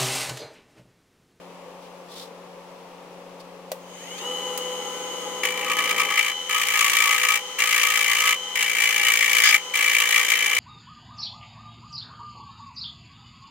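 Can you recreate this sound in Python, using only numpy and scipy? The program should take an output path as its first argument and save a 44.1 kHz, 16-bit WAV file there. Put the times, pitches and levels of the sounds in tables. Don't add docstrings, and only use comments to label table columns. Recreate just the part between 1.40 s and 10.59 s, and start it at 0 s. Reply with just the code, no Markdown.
import sys
import numpy as np
from scipy import signal
from scipy.fft import rfft, irfft, next_fast_len
from scipy.io import wavfile
from scipy.ndimage import map_coordinates

SR = 44100
rng = np.random.default_rng(int(sys.argv[2]) if len(sys.argv) > 2 else 0)


def int16_out(signal):
    q = np.round(np.clip(np.atleast_2d(signal).T, -1, 1) * 32767)
    wavfile.write(sys.argv[1], SR, q.astype(np.int16))


N = 405276

# start in seconds, end in seconds, attack in seconds, chatter of the wood in dB,
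# its squeal in dB, hiss of the grit in dB, hollow ring in dB, growth in dB per second, landing in dB,
# rebound in dB. The four sound levels are those before the pressure of the hand is added.
STROKES = [(4.032, 4.901, 0.0015, -30, -32, -35.5, -34, 4.5, 8, 4),
           (5.092, 5.969, 0.0048, -25.5, -27.5, -28, -27.5, -1, -2, 2),
           (6.184, 6.929, 0.0082, -25.5, -27.5, -28.5, -31, 2, 2, -1.5),
           (7.154, 8.157, .002, -24.5, -23.5, -28, -35, 5, -1.5, 2),
           (8.336, 9.195, 0.0069, -25, -26, -28.5, -33.5, -2, -1, 0.5)]
# time in seconds, change in dB.
PUSHES = [(4.322, 6), (4.357, -4.5), (4.395, 4), (4.515, 3.5), (4.607, 5.5), (4.675, -5.5), (4.792, 6),
          (5.36, 1.5), (5.925, 1.5), (6.385, 1.5), (6.88, 2.5), (7.84, 2), (7.9, -0.5), (8.14, 0), (8.5, 2),
          (8.76, 3.5), (9.11, -3)]
# share of a turn, level in dB.
BITE_ROUND_TURN = [(0, -1.5), (.16, -8), (.35, -11.5), (.63, -15.5), (.7, -3), (.8, -0.5), (.9, -4)]
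# frequency in Hz, width in Hz, level in dB.
CHATTER_MODES = [(1729, 17, 6.5), (1898, 99, 3.5), (2052, 77, 9), (2315, 74, 8), (2590, 90, -3.5),
                 (2764, 26, 8.5), (2960, 11, 16), (4920, 42, -6.5)]
# frequency in Hz, width in Hz, level in dB.
HOLLOW_MODES = [(919, 11.5, -13.5), (1151.8, 23, -3.5), (1268, 7.2, 2)]
# frequency in Hz, coherence.
WORKPIECE_LIKENESS = [(1000, 0.89), (2300, 0.72), (3200, 0.25)]
# frequency in Hz, relative density in dB per Hz.
GRIT_SPECTRUM = [(300, -25), (1400, -4.5), (3200, 3), (4000, -6.5), (5500, -4.5), (6450, 1.5), (7500, -2),
                 (9000, -7), (10200, -4), (12000, -11.5), (13500, -3), (14800, -12), (16000, -11)]
# time in seconds, half length in seconds, level in dB.
SNAGS = [(8.075, 0.041, -23)]
# frequency in Hz, width in Hz, level in dB.
SCREECH_MODES = [(1660, 110, 8), (3350, 280, 6), (4950, 340, 6), (6650, 610, 0)]
# time in seconds, share of full speed.
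SPEED = [(2.35, 0), (2.5, .35), (2.62, .6), (2.71, .72), (2.77, .8), (2.8, .89), (2.85, .965), (2.91, 1)]
# multiple of the motor's speed, rms level in dB before the drone or whistle gain.
MOTOR_ORDERS = [(5, -53), (6, -38), (12, -44), (16, -53), (18, -56), (24, -52), (35, -43), (36, -40.5),
                (37, -48), (48, -61)]
# multiple of the belt's rate, rms level in dB before the drone or whistle gain.
BELT_ORDERS = [(7, -58.5), (9, -57), (11, -56.5), (14, -49)]
# frequency in Hz, gain in dB.
HOUSING_GAIN = [(150, -34), (420, -17.5), (490, -2), (1800, 17), (2100, 18), (2600, 11), (2800, 12),
                (2930, 25), (3100, 17), (3250, 10), (4000, -4)]
# frequency in Hz, width in Hz, level in dB.
FRAME_MODES = [(240, 77, -13), (372, 94, -5), (513, 85, -2.5), (824, 14.5, 8), (1000, 66, -6),
               (1240, 72, -3.5)]
# frequency in Hz, relative density in dB per Hz.
BEARINGS_SPECTRUM = [(600, -25), (1700, -13.5), (2080, -4.5), (2400, -9.5), (2800, -10.5), (3000, 5.5),
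                     (3300, -7.5), (4700, -14.5), (6500, -11.5), (9000, -18), (12500, -25.5), (16000, -28)]
# frequency in Hz, width in Hz, level in dB.
CENTRE_FREE = [(6556, 114, 2.5), (8360, 150, -11.5), (10000, 170, -13), (13937, 200, -15.5)]
# frequency in Hz, width in Hz, level in dB.
CENTRE_LOADED = [(6270, 300, 0), (14600, 200, -19)]
# time in seconds, crack in dB, knock in dB.
CLICKS = [(2.3174, -30, -23), (3.176, -26, -55)]
# frequency in Hz, level in dB, decay by 60 dB in seconds.
SWITCH_BOX = [(530, -9, 0.12), (603, -1.5, 0.046), (670, -17, 0.067), (1943, -26, 0.087),
              (2830, -25, 0.071), (3580, -19, 0.031), (4520, -7, 0.017)]
# time in seconds, half length in seconds, level in dB.
BRUSHES = [(.45, .04, -60), (0.782, 0.084, -46), (2.008, 0.011, -52.5), (2.786, .012, -45)]
# frequency in Hz, relative density in dB per Hz.
CLOTH_SPECTRUM = [(1000, -14), (2600, -12), (3400, 1), (4800, -1.5), (6500, -9), (10000, -12), (15000, -18)]
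# frequency in Hz, relative density in dB per Hz.
AIR_SPECTRUM = [(25, -22), (90, -35.5), (160, -15.5), (330, -16), (500, -0.5), (620, -10), (900, -7),
                (1150, -11), (1500, -21), (2700, -20), (4000, -26), (5600, -28), (8000, -33),
                (15500, -40.5)]
# frequency in Hz, rms level in dB.
HUM_LINES = [(177.6, -53.5), (274.5, -60), (360.7, -62), (532.9, -66), (553, -54.5), (10497, -81)]
# frequency in Hz, coherence.
NEAR = [(60, -0.081), (200, 0.35), (1000, 0.76), (2300, 0.13), (3200, -0.27), (4500, -0.32), (6800, -0.28),
        (14000, 0.059)]
# frequency in Hz, coherence.
DIFFUSE = [(60, 0.22), (180, 0.96), (700, 0.82), (1500, 0.5), (4000, 0), (14000, 0)]
# frequency in Hz, left minus right in dB.
LEAN = [(60, -2), (180, 5), (600, 3), (1300, 2), (2300, 6), (4400, 0.5), (8000, 1), (14000, -1)]
# frequency in Hz, gain in dB.
BASS_STEP = [(100, -2), (180, -9.5), (450, -8), (800, -6), (1200, -3), (1800, 0.5)]

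SPINDLE_HZ, MOTOR_HZ, BELT_HZ = 56.7, 83.72, 34.27
SPINDLE_DRIFT_HZ, SPINDLE_DRIFT_TURNS = 3, 0.0154
SQUEAL_HZ = 2297
RIGHT_LEAD_S = .00004
TREMOR_HZ, TREMOR_DB = 30.3, 0.95
PUSH_HALF_S = .02
LANDING_AT_S, LANDING_HALF_S = .019, .034
REBOUND_AT_S, REBOUND_HALF_S = 0.15, 0.12
HISS_FOLLOWS, HOLLOW_FOLLOWS = 0.95, 1.2
HOLLOW_WANDER_HZ, HOLLOW_WANDER_DB = 14, 1.53
LOAD_SHIFT = .045
DRONE_DB, DRONE_POWER = -1, 2.4
WHISTLE_DB, WHISTLE_POWER = 0.5, 4.5
RUMBLE_DB, RUMBLE_POWER = -39.5, 3.5
BEARINGS_DB, BEARINGS_POWER = -42, 1.4
BEAT_S, BEAT_PEAK_S, BEAT_DB = 2.11, 2.69, 4
STEP_S = 4.72
TOP_HZ = 16000


def amp(db):
    return 10 ** (np.asarray(db) / 20)


def unit(x):
    return x / np.sqrt(np.mean(x ** 2) + 1e-20)


def clock():
    return np.arange(N) / SR


def along(points, hz):
    f, v = np.transpose(points)
    return np.interp(np.log(hz + 1), np.log(f + 1), v)


def curves(rows):
    s, *cols = np.transpose(rows)
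    return [np.interp(clock(), s, c) for c in cols]


def wobble(rate):
    return map_coordinates(rng.standard_normal(int(N * rate / SR) + 4), [clock() * rate])


def white():
    return rng.standard_normal((2, N))


def filtered(x, response):
    m = next_fast_len(N + SR // 4)
    return irfft(rfft(x, m) * response(np.fft.rfftfreq(m, 1 / SR)), m)[..., :N]


def coloured(x, spectrum):
    return filtered(x, lambda hz: amp(along(spectrum, hz)))


def resonate(x, modes, low_hz, polarity=-1):
    def body(f):
        total = 0
        for k, (centre, width, db) in enumerate(modes):
            damping = 1j * f * width
            total = total + polarity ** k * amp(db) * damping / (centre * centre - f * f + damping)
        return total

    radiation = signal.butter(4, low_hz, "high", fs=SR, output="sos")
    return signal.sosfilt(radiation, filtered(x, body))


def spread(pair, alike):
    def weights(hz):
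        turn = np.arccos(np.clip(along(alike, hz), -1, 1)) / 2
        return np.array([np.cos(turn), np.sin(turn)])

    mid, side = filtered(pair, weights)
    return np.array([mid + side, mid - side]) / np.std(mid)


def sanding():
    chatter, slip, hiss, hollow = pressing()
    turns = SPINDLE_HZ * clock() + SPINDLE_DRIFT_TURNS * wobble(SPINDLE_DRIFT_HZ)
    strengths_db = 1.2 * rng.standard_normal(int(turns[-1]) + 2)
    pass_db = strengths_db[(turns + 1 / 3).astype(int)]
    bite = amp(np.interp(turns, *np.transpose(BITE_ROUND_TURN), period=1) + pass_db)
    scrape = bite * surface(turns, memory=0.63)

    rasp = spread(resonate(scrape, CHATTER_MODES, low_hz=1760, polarity=0.88), WORKPIECE_LIKENESS)
    hollow_ring = spread(resonate(scrape, HOLLOW_MODES, low_hz=860), WORKPIECE_LIKENESS)
    wood = chatter * rasp + slip * squeal(turns, stray=1.0) + hollow * hollow_ring
    ears = np.array([[-1], [1]])
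    wood = filtered(wood, lambda hz: np.exp(1j * np.pi * hz * RIGHT_LEAD_S * ears))

    catches = amp(3.3 * wobble(1500))
    grit = spread(coloured(bite * catches * white(), GRIT_SPECTRUM), NEAR)
    return wood + hiss * grit


def pressing():
    t = clock()
    pushes_db = sum(db * np.exp(-((t - s) / PUSH_HALF_S) ** 2) for s, db in PUSHES)
    hand_db = TREMOR_DB * wobble(TREMOR_HZ) + pushes_db
    wander_db = HOLLOW_WANDER_DB * wobble(HOLLOW_WANDER_HZ)
    levels = np.zeros((4, N))
    for (start, end, attack, chatter_db, squeal_db, hiss_db, hollow_db,
         growth, landing_db, rebound_db) in STROKES:
        since = np.clip(t - start, 0, end - start)
        release = amp(-60 * np.maximum(t - end, 0) / 0.11)
        touching = np.clip(since / attack, 0, 1) * release
        landing = landing_db * np.exp(-((since - LANDING_AT_S) / LANDING_HALF_S) ** 2)
        rebound = rebound_db * np.exp(-((since - REBOUND_AT_S) / REBOUND_HALF_S) ** 2)
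        press_db = hand_db + landing - rebound + growth * (since - (end - start) / 2)
        levels += touching * amp([chatter_db + press_db,
                                  squeal_db + press_db,
                                  hiss_db + HISS_FOLLOWS * press_db,
                                  hollow_db + HOLLOW_FOLLOWS * press_db + wander_db])
    return levels


def surface(turns, memory):
    size = round(SR / SPINDLE_HZ)
    keep = np.clip(memory, 0, .99)
    fresh = rng.standard_normal((2, int(turns[-1]) + 2, size))
    tracks = signal.lfilter([1], [1, -keep], fresh, axis=1)
    return np.array([np.interp(turns * size, np.arange(track.size), track.ravel()) for track in tracks])


def squeal(turns, stray):
    turn, share = np.divmod(turns - .65, 1)
    turn = turn.astype(int)
    since = share / SPINDLE_HZ
    draws = rng.standard_normal((int(turns[-1]) + 2, 2))
    start_phase = signal.lfilter([stray], [1, -.7], draws[:, 0])[turn]
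    size = amp(1.6 * draws[:, 1])[turn]
    burst = (1 - np.exp(-(since / 0.0016) ** 2)) * np.exp(-(since / 0.0099) ** 3)
    return unit(size * burst * np.sin(2 * np.pi * SQUEAL_HZ * since + start_phase))


def snags():
    grip = sum(amp(db) * np.exp(-np.abs((clock() - s) / half) ** 4) for s, half, db in SNAGS)
    return grip * spread(resonate(white(), SCREECH_MODES, low_hz=1300), NEAR)


def load():
    return np.clip((clock() - 4.05) / .45, 0, 1)


def motor():
    speed, = curves(SPEED)
    drone = amp(DRONE_DB) * speed ** DRONE_POWER
    beat_db = BEAT_DB * np.cos(2 * np.pi * (clock() - BEAT_PEAK_S) / BEAT_S)
    whistle = amp(WHISTLE_DB + beat_db) * speed ** WHISTLE_POWER
    angle = 2 * np.pi * np.cumsum(speed * (1 + 0.00056 * wobble(5))) / SR
    lines = [(order * MOTOR_HZ, db) for order, db in MOTOR_ORDERS]
    lines += [(order * BELT_HZ, db) for order, db in BELT_ORDERS]
    stiffening = 1 + LOAD_SHIFT * load()
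    tones = np.zeros(N)
    for hz, db in lines:
        flare_db = along(HOUSING_GAIN, hz * speed / stiffening) - along(HOUSING_GAIN, hz)
        drive = whistle if hz > 2500 else drone
        level = amp(db + flare_db + 1.8 * wobble(12))
        tones += drive * level * np.sin(hz * angle + 0.23 * wobble(30))
    return np.sqrt(2) * tones


def headstock():
    speed, = curves(SPEED)
    rumble = spread(resonate(white(), FRAME_MODES, low_hz=168), NEAR)
    hiss = spread(coloured(white(), BEARINGS_SPECTRUM), NEAR)
    loaded = load()
    free = spread(resonate(white(), CENTRE_FREE, low_hz=4020), NEAR)
    pressed = spread(resonate(white(), CENTRE_LOADED, low_hz=4020), NEAR)
    centre = amp(-3.5) * (1 - loaded) * free + amp(-6.0) * loaded * pressed
    frame = amp(RUMBLE_DB) * speed ** RUMBLE_POWER * rumble
    return frame + amp(BEARINGS_DB) * speed ** BEARINGS_POWER * (hiss + centre)


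def clicks():
    cracks, knocks = np.zeros((2, N)), np.zeros(N)
    t = np.arange(SR // 4) / SR
    for s, crack_db, knock_db in CLICKS:
        decay = amp(-60 * t / 0.037) + amp(-20.5 - 60 * t / 0.39)
        crack = decay * rng.standard_normal((2, len(t)))
        knock = sum(amp(db - 60 * t / t60) * np.sin(2 * np.pi * hz * t) for hz, db, t60 in SWITCH_BOX)
        knock = knock * (1 - np.exp(-t / 0.00074))
        span = slice(round(s * SR), round(s * SR) + len(t))
        cracks[:, span] += amp(crack_db) * crack
        knocks[span] += amp(knock_db) * knock
    return coloured(cracks + knocks, [(100, -30), (300, -11), (480, 4.5)])


def sleeve():
    swell = sum(amp(db) * np.exp(-np.abs((clock() - s) / half) ** 3) for s, half, db in BRUSHES)
    return swell * amp(2.0 * wobble(120)) * spread(coloured(white(), CLOTH_SPECTRUM), DIFFUSE)


def fan():
    air = amp(-45.0 + 0.14 * wobble(20)) * spread(coloured(white(), AIR_SPECTRUM), DIFFUSE)
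    hum = np.zeros(N)
    for hz, db in HUM_LINES:
        level = amp(db + 0.89 * wobble(2.02))
        hum += level * np.sin(2 * np.pi * hz * clock() + 0.23 * wobble(9.3))
    return air + np.sqrt(2) * hum


def scene():
    shop = sanding() + snags() + motor() + headstock() + clicks() + sleeve() + fan()
    sides = np.array([[1], [-1]])
    return filtered(shop, lambda hz: amp(sides * along(LEAN, hz) / 2))


def record(dry):
    stepped = np.clip((clock() - STEP_S) / 0.015 + .5, 0, 1)
    sound = (1 - stepped) * dry + stepped * coloured(dry, BASS_STEP)
    sound = sound / (1 + np.abs(sound / .9) ** 6) ** (1 / 6)
    return filtered(sound, lambda hz: hz < TOP_HZ)


dry = scene()
out = record(dry)
int16_out(out)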